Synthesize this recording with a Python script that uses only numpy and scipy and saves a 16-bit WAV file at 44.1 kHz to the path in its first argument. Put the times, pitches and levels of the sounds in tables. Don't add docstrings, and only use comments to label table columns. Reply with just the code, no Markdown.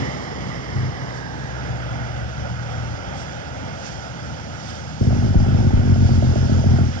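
import sys
import numpy as np
from scipy import signal
from scipy.fft import rfft, irfft, next_fast_len
from scipy.io import wavfile
from scipy.ndimage import uniform_filter1d, map_coordinates

SR = 44100
rng = np.random.default_rng(int(sys.argv[2]) if len(sys.argv) > 2 else 0)


def store_pcm(level_fs):
    pcm = np.round(np.clip(level_fs, -1, 1) * 32767).astype(np.int16)
    wavfile.write(sys.argv[1], SR, np.atleast_2d(pcm).T)


N = 308700
TIME = np.arange(N) / SR
BRAKE_START_S, BRAKE_END_S = 5.006, 6.825

# start in seconds, peak in dB.
STACK_THUDS = [(5.3545, -5), (5.735, -6)]
# frequency in Hz, left and right density in relative dB.
SLUSH_SPECTRUM = [(20, -41.5, -68.5), (2490, -27, -18), (3340, -28, -14.5), (4030, -37, -18.5),
                  (4470, -24.5, -15), (5280, -23.5, -11), (5620, -31, -14), (6590, -21, -15.5),
                  (7420, -48, -29), (8460, -38.5, -37.5), (9600, -41, -55.5), (10050, -47.5, -63),
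                  (10700, -68, -72)]
# frequency in Hz, left minus right in dB.
PORT_TILT = [(60, 2.5), (110, 1.5), (190, -1.0), (340, -2.5), (600, -0.5), (1070, -5.0), (1900, -11.5),
             (3370, -11.5), (5990, -10.5), (10600, -2.5)]


def engine_brake():
    # start in seconds, level in dB, pitch in Hz.
    barks = [(5.1064, -22.5, 663), (5.2237, -23, 650), (5.3426, -20, 667), (5.4613, -23.5, 706),
             (5.5857, -23, 727), (5.7058, -21.5, 722), (5.8327, -24.5, 690), (5.9588, -20, 637),
             (6.0896, -21, 685), (6.2236, -14.5, 595), (6.3571, -16.5, 590), (6.4948, -18, 587),
             (6.6371, -18.5, 594), (6.7857, -17, 600)]
    bark_s = np.transpose(barks)[0]
    cycles = np.polyval(np.polyfit(bark_s, np.arange(len(barks)), deg=3), TIME)
    active = TIME > 4.9
    envelope = gate(BRAKE_START_S, BRAKE_END_S, db=-17.5, attack_s=.0074, release_db_per_s=82.5)
    envelope *= amp(.72 * wobble(6.9))
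    for s, _ in STACK_THUDS:
        envelope *= amp(-6 * np.exp(-((TIME - s - .01) / .02) ** 2))
    air = exhaust_air(cycles, envelope)
    blows, snaps = cylinder_blows(barks, cycles[active], TIME[active])
    boom = filtered(-blows, stack_response)
    return amp(2) * envelope * boom / np.std(boom[active]) + snaps, air


def cylinder_blows(barks, cycles, times):
    # delay in cycles, strength in relative dB.
    cylinders = [(0, 0.5), (-.032, 4), (-.034, -1), (-.037, 2), (-.028, 3), (.03, -9.5)]
    snap_db = [-8, -12, -11, -10, -11]
    bark_s, bark_db, bark_hz = np.transpose(barks)
    blows, snaps = np.zeros(N), np.zeros(N + SR)
    for s, db, hz in barks:
        add_burst(snaps, s, hz, db, turns=2.5, glide=.1)
        add_burst(snaps, s, .6 * hz, db - .5, turns=1.43, glide=-.1)
    for step in range(-5, 6 * len(barks) + 2):
        cylinder = step % 6
        delay, strength_db = cylinders[cylinder]
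        louder, later, higher, jitter, harder = np.clip(rng.standard_normal(5), -2, 2)
        blow_s = np.interp(step / 6 + delay, cycles, times) - .003 + .0004 * jitter
        blows[round(blow_s * SR)] = amp(strength_db + 1.5 * harder)
        s = np.interp(step / 6, cycles, times)
        if cylinder and s < BRAKE_END_S:
            opening_db = 8 * (step < -2)
            db = np.mean(bark_db) + snap_db[cylinder - 1] + 2.5 * louder + opening_db
            hz = .814 * np.interp(s, bark_s, bark_hz) * np.exp(.14 * higher)
            add_burst(snaps, s + .002 * later, hz, db, turns=1.8, glide=.13)
    return blows, snaps[:N]


def stack_response(hz):
    # frequency in Hz, bandwidth in Hz, gain in relative dB.
    modes = [(46, 8, -41), (80.5, 14.8, -33), (95.5, 8.6, -28), (124.8, 6.7, -30), (148.8, 10.4, -36.5),
             (192.7, 24, -42), (233.6, 15.9, -37), (286.5, 29.4, -49), (362, 13.4, -48.5)]
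    return sum((-1) ** k * amp(db) * 1j * hz * width / (centre ** 2 - hz ** 2 + 1j * hz * width)
               for k, (centre, width, db) in enumerate(modes))


def exhaust_air(cycles, envelope):
    # frequency in Hz, density in relative dB.
    spectrum = [(20, -26), (40, -7), (90, -1), (150, -4), (190, -7), (235, -2), (290, -13), (360, -10),
                (450, -13), (600, -15), (950, -29), (1500, -60)]
    puffs = amp(5.7 * np.cos(2 * np.pi * 6 * cycles - 1.2))
    return amp(-12) * envelope * puffs * centred_noise(spectrum, patchy_db=2)


def thuds():
    track, t = np.zeros(N), np.arange(SR // 8) / SR
    envelope = (1 - np.exp(-t / .003)) * np.exp(-t / .028)
    blow = -envelope * np.sin(2 * np.pi * 1.35 * np.log(1 + t / .0035) - 2.5)
    for s, db in STACK_THUDS:
        track[round(s * SR):][:len(t)] += amp(db) * blow / blow.max()
    return track


def far_truck():
    # start in seconds, end in seconds, level in dB.
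    spells = [(0.948, 1.301, -34.5), (1.592, 2.217, -30), (2.352, 2.944, -30)]
    # multiple of the cycle rate, level in relative dB.
    orders = [(6, -24), (11, -20), (12, 0), (13, -20), (18, -17), (24, -24)]
    braking = sum(gate(*spell, attack_s=.045, release_db_per_s=252) for spell in spells)
    coasting = amp(-43) * (TIME < BRAKE_START_S)
    return np.maximum(braking, coasting) * diesel_tone(orders, firing_hz=65 - 2.28 * TIME)


def tanker():
    # time in seconds, firing rate in Hz, level in dB.
    course = [(0, 70, -44.5), (.6, 64, -41), (1.3, 67, -41.5), (1.6, 68, -34.5), (2, 71.5, -32.5),
              (2.35, 72.4, -33), (2.55, 78.5, -33), (2.93, 81, -33.5), (3, 77, -41.5), (3.75, 87, -36),
              (3.9, 84, -49.5), (4.3, 83, -38.5), (5, 78, -37), (5.1, 65, -69)]
    # multiple of the cycle rate, level in relative dB.
    orders = [(6, 0), (10, -7), (12, -4), (15, -10), (18, -20)]
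    firing_hz, db = curves(course)
    return amp(db) * diesel_tone(orders, firing_hz)


def diesel_tone(orders, firing_hz):
    cycles = np.cumsum(firing_hz / 6) / SR
    tone = np.zeros(N)
    for order, db in orders:
        gain = amp(db + .6 * wobble(3.306))
        tone += gain * np.cos(2 * np.pi * (order * cycles + rng.random()) + .08 * wobble(5.4))
    return unit_rms(tone)


def exhaust_blip():
    # frequency in Hz, level in relative dB.
    partials = [(36, -17), (65, -11), (80, -10), (98, -2), (110, -9), (127, 0), (152, -7), (200, -13),
                (250, -15.5)]
    tones = sum(amp(db + 2.2 * wobble(14.7)) * np.sin(2 * np.pi * (hz * TIME + rng.random()))
                for hz, db in partials)
    return gate(.722, .91, db=-23.5, attack_s=.015, release_db_per_s=899) * unit_rms(tones)


def tyre_roar():
    # time in seconds, stage (0 alongside, 1 pulling off, 2 far).
    path = [(0, 0.02), (.7, 0.092), (1.05, 0.42), (1.3, 0.98), (1.55, 1.52), (1.9, 2), (7, 1.85)]
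    # frequency in Hz, left and right density in relative dB.
    alongside = [(20, -66, -57), (59, 9, -5), (130, 6.5, 8.5), (300, -4, 1.5), (457, -2, 0.5),
                 (594, -2.5, -0.5), (900, -6.5, -5), (1190, -9, -3), (1610, -20, -8.5), (1990, -8.5, 1.5),
                 (2220, -17.5, -6), (2450, -42, -19), (3090, -18.5, -10.5), (3780, -31, -22.5),
                 (4540, -36, -25), (5200, -25, -11), (5900, -40, -34), (10800, -71, -71.5)]
    pulling_off = [(20, -64.5, -60), (60, 5.5, -3), (129, 3.5, 3.5), (300, -1.5, 1.5), (430, -7, -2),
                   (600, -3.5, -3), (910, -7, 0), (1140, -11.5, -9), (1410, -15, -7.5), (1610, -13.5, 3),
                   (1950, -14.5, -6.5), (2200, -19, -13), (2450, -32, -17.5), (3100, -28, -18),
                   (3780, -29.5, -17.5), (10800, -72, -68)]
    distant = [(20, -50.5, -54), (58, 6.5, -2), (130, 5, 5.5), (248, -8, -1.5), (410, -8.5, -8.5),
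               (530, 0, -1), (902, -8, -2.5), (1068, -13.5, -13), (1430, -13, 0), (1825, -21.5, -10),
               (2070, -16, -7.5), (2270, -35.5, -12.5), (3470, -21, -15.5), (3770, -32, -28),
               (10800, -59.5, -84)]
    # time in seconds, level in dB.
    levels = [(0, -25.5), (.15, -28.5), (1.4, -31.5), (1.85, -29.5), (2.4, -31.5), (3.1, -31), (5, -34.5),
              (5.4, -32), (7, -32.5)]
    stage = curves(path)[0]
    roar = sum(np.sqrt(np.clip(1 - abs(stage - k), 0, 1)) * sided_noise(spectrum, patchy_db=1)
               for k, spectrum in enumerate([alongside, pulling_off, distant]))
    return amp(curves(levels)[0] + .43 * wobble(9)) * roar


def rumble():
    # time in seconds, level in dB.
    levels = [(0, -25), (.13, -36.5), (.9, -38), (1.9, -38.5), (2.6, -40), (3.2, -38), (7, -37)]
    # frequency in Hz, density in relative dB.
    spectrum = [(20, -33.5), (45, -13), (60, -14.5), (80, -5), (130, 9), (200, -4), (290, -3.5), (500, -33),
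                (800, -58)]
    return amp(curves(levels)[0]) * centred_noise(spectrum, patchy_db=-.5)


def slush_hiss():
    # time in seconds, level in dB.
    levels = [(0, -41.5), (.35, -44.5), (1.6, -46), (3.6, -45), (5.2, -43), (5.95, -43), (6.45, -40),
              (7, -41.5)]
    flicker_db = .42 * wobble(12) + .53 * wobble(35)
    return amp(curves(levels)[0] + flicker_db) * sided_noise(SLUSH_SPECTRUM, patchy_db=1.2)


def splashes():
    # centre in seconds, half length in seconds, slush peak in dB, spray peak in dB.
    hits = [(1.18, .03, -48.5, -73), (3.21, 0.04, -43, -59), (3.888, 0.078, -41, -71),
            (4.7, 0.11, -43, -70), (5.06, .04, -46, -70), (6.117, .05, -45.5, -69)]
    # frequency in Hz, density in relative dB.
    spray_spectrum = [(5000, -30), (6500, 2), (8000, -0.5), (9600, -9), (10500, -37)]
    s, half_s, slush_db, spray_db = np.transpose(hits)[..., None]
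    swells = np.exp(-((TIME - s) / half_s) ** 2 / 2) * amp(1.8 * wobble(40))
    slush = (amp(slush_db) * swells).sum(0) * sided_noise(SLUSH_SPECTRUM, patchy_db=1)
    spray = (amp(spray_db) * swells).sum(0) * centred_noise(spray_spectrum, patchy_db=2)
    return slush + spray


def port_noise(spectra_db, patchy_db):
    # frequency in Hz, correlation from 0 to 1.
    coherence = [(30, 1), (100, 0.82), (200, 1), (420, 0.7), (620, 0.97), (1500, 0.94), (2200, 0.78),
                 (2500, 0.46), (3100, 0.64), (3700, 0.47), (5000, 0.64), (6500, 0.62), (7500, 0.18)]
    cells = signal.stft(rng.standard_normal((2, N)), nperseg=512)[2]
    patches = uniform_filter1d(rng.standard_normal(cells.shape[1:]), 6, axis=0)
    patches = unit_rms(uniform_filter1d(patches, 14, axis=1))
    pair = signal.istft(cells * amp(patchy_db * patches), nperseg=512)[1][:, :N]
    angle = lambda hz: np.arccos(log_interp(coherence, hz)) / 2
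    common, opposed = filtered(pair, lambda hz: np.array([np.cos(angle(hz)), np.sin(angle(hz))]))
    ports = np.array([common + opposed, common - opposed])
    return unit_rms(filtered(ports, lambda hz: amp(spectra_db(hz))))


def sided_noise(spectrum, patchy_db):
    return port_noise(lambda hz: [log_interp(spectrum, hz, side) for side in (1, 2)], patchy_db)


def centred_noise(spectrum, patchy_db):
    return port_noise(lambda hz: log_interp(spectrum, hz) + tilt_db(hz), patchy_db)


def tilt_db(hz):
    half = log_interp(PORT_TILT, hz) / 2
    return np.array([half, -half])


def add_burst(track, s, hz, db, turns, glide):
    age = np.arange(int(turns * 3 / hz * SR)) / SR * hz / turns
    envelope = (1.5 * np.e * age) ** 2 * np.exp(-3 * age)
    phase = 2 * np.pi * turns * age * (1 + glide * (age - 1.7))
    track[round(s * SR):][:len(age)] += amp(db) * envelope * np.sin(phase)


def gate(start_s, end_s, db, attack_s, release_db_per_s):
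    rise = np.clip((TIME - start_s) / attack_s, 0, 1)
    return rise * amp(db - release_db_per_s * np.clip(TIME - end_s, 0, None))


def wobble(rate):
    knots = rng.standard_normal(int(N * rate / SR) + 4)
    return map_coordinates(knots, [TIME * rate])


def filtered(x, response):
    size = next_fast_len(N + SR // 2)
    return irfft(rfft(x, size) * response(np.fft.rfftfreq(size, 1 / SR)), size)[..., :N]


def curves(rows):
    s, *columns = np.transpose(rows)
    return [np.interp(TIME, s, column) for column in columns]


def log_interp(rows, hz, column=1):
    columns = np.transpose(rows)
    return np.interp(np.log(hz + 1), np.log(columns[0] + 1), columns[column])


def amp(db):
    return 10 ** (np.asarray(db) / 20)


def unit_rms(x):
    return x / np.sqrt(np.mean(x ** 2) + 1e-20)


def scene():
    hammering, air = engine_brake()
    engines = hammering + thuds() + exhaust_blip() + tanker() + far_truck()
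    road = tyre_roar() + rumble() + slush_hiss() + splashes()
    return filtered(engines, lambda hz: amp(tilt_db(hz))) + air + road


def record(dry):
    # frequency in Hz, lead in radians.
    phase_lead = [(40, 1), (130, .85), (400, 1), (550, .7), (800, -.7), (1000, -.5), (1250, -1.8),
                  (1900, -.9), (2400, -1.8), (2650, -4.3), (3000, -6.2), (4500, -6.8), (5200, -6),
                  (7000, -6.8)]
    lead_s, ceiling, top_hz = .0004, .85, 11256
    half_lead = lambda hz: (log_interp(phase_lead, hz) + 2 * np.pi * hz * lead_s) / 2
    ports = filtered(dry, lambda hz: np.exp(1j * np.array([half_lead(hz), -half_lead(hz)])))
    rounded = ports / (1 + abs(ports / ceiling) ** 4) ** .25
    return filtered(rounded, lambda hz: hz < top_hz)


dry = scene()
out = record(dry)
store_pcm(out)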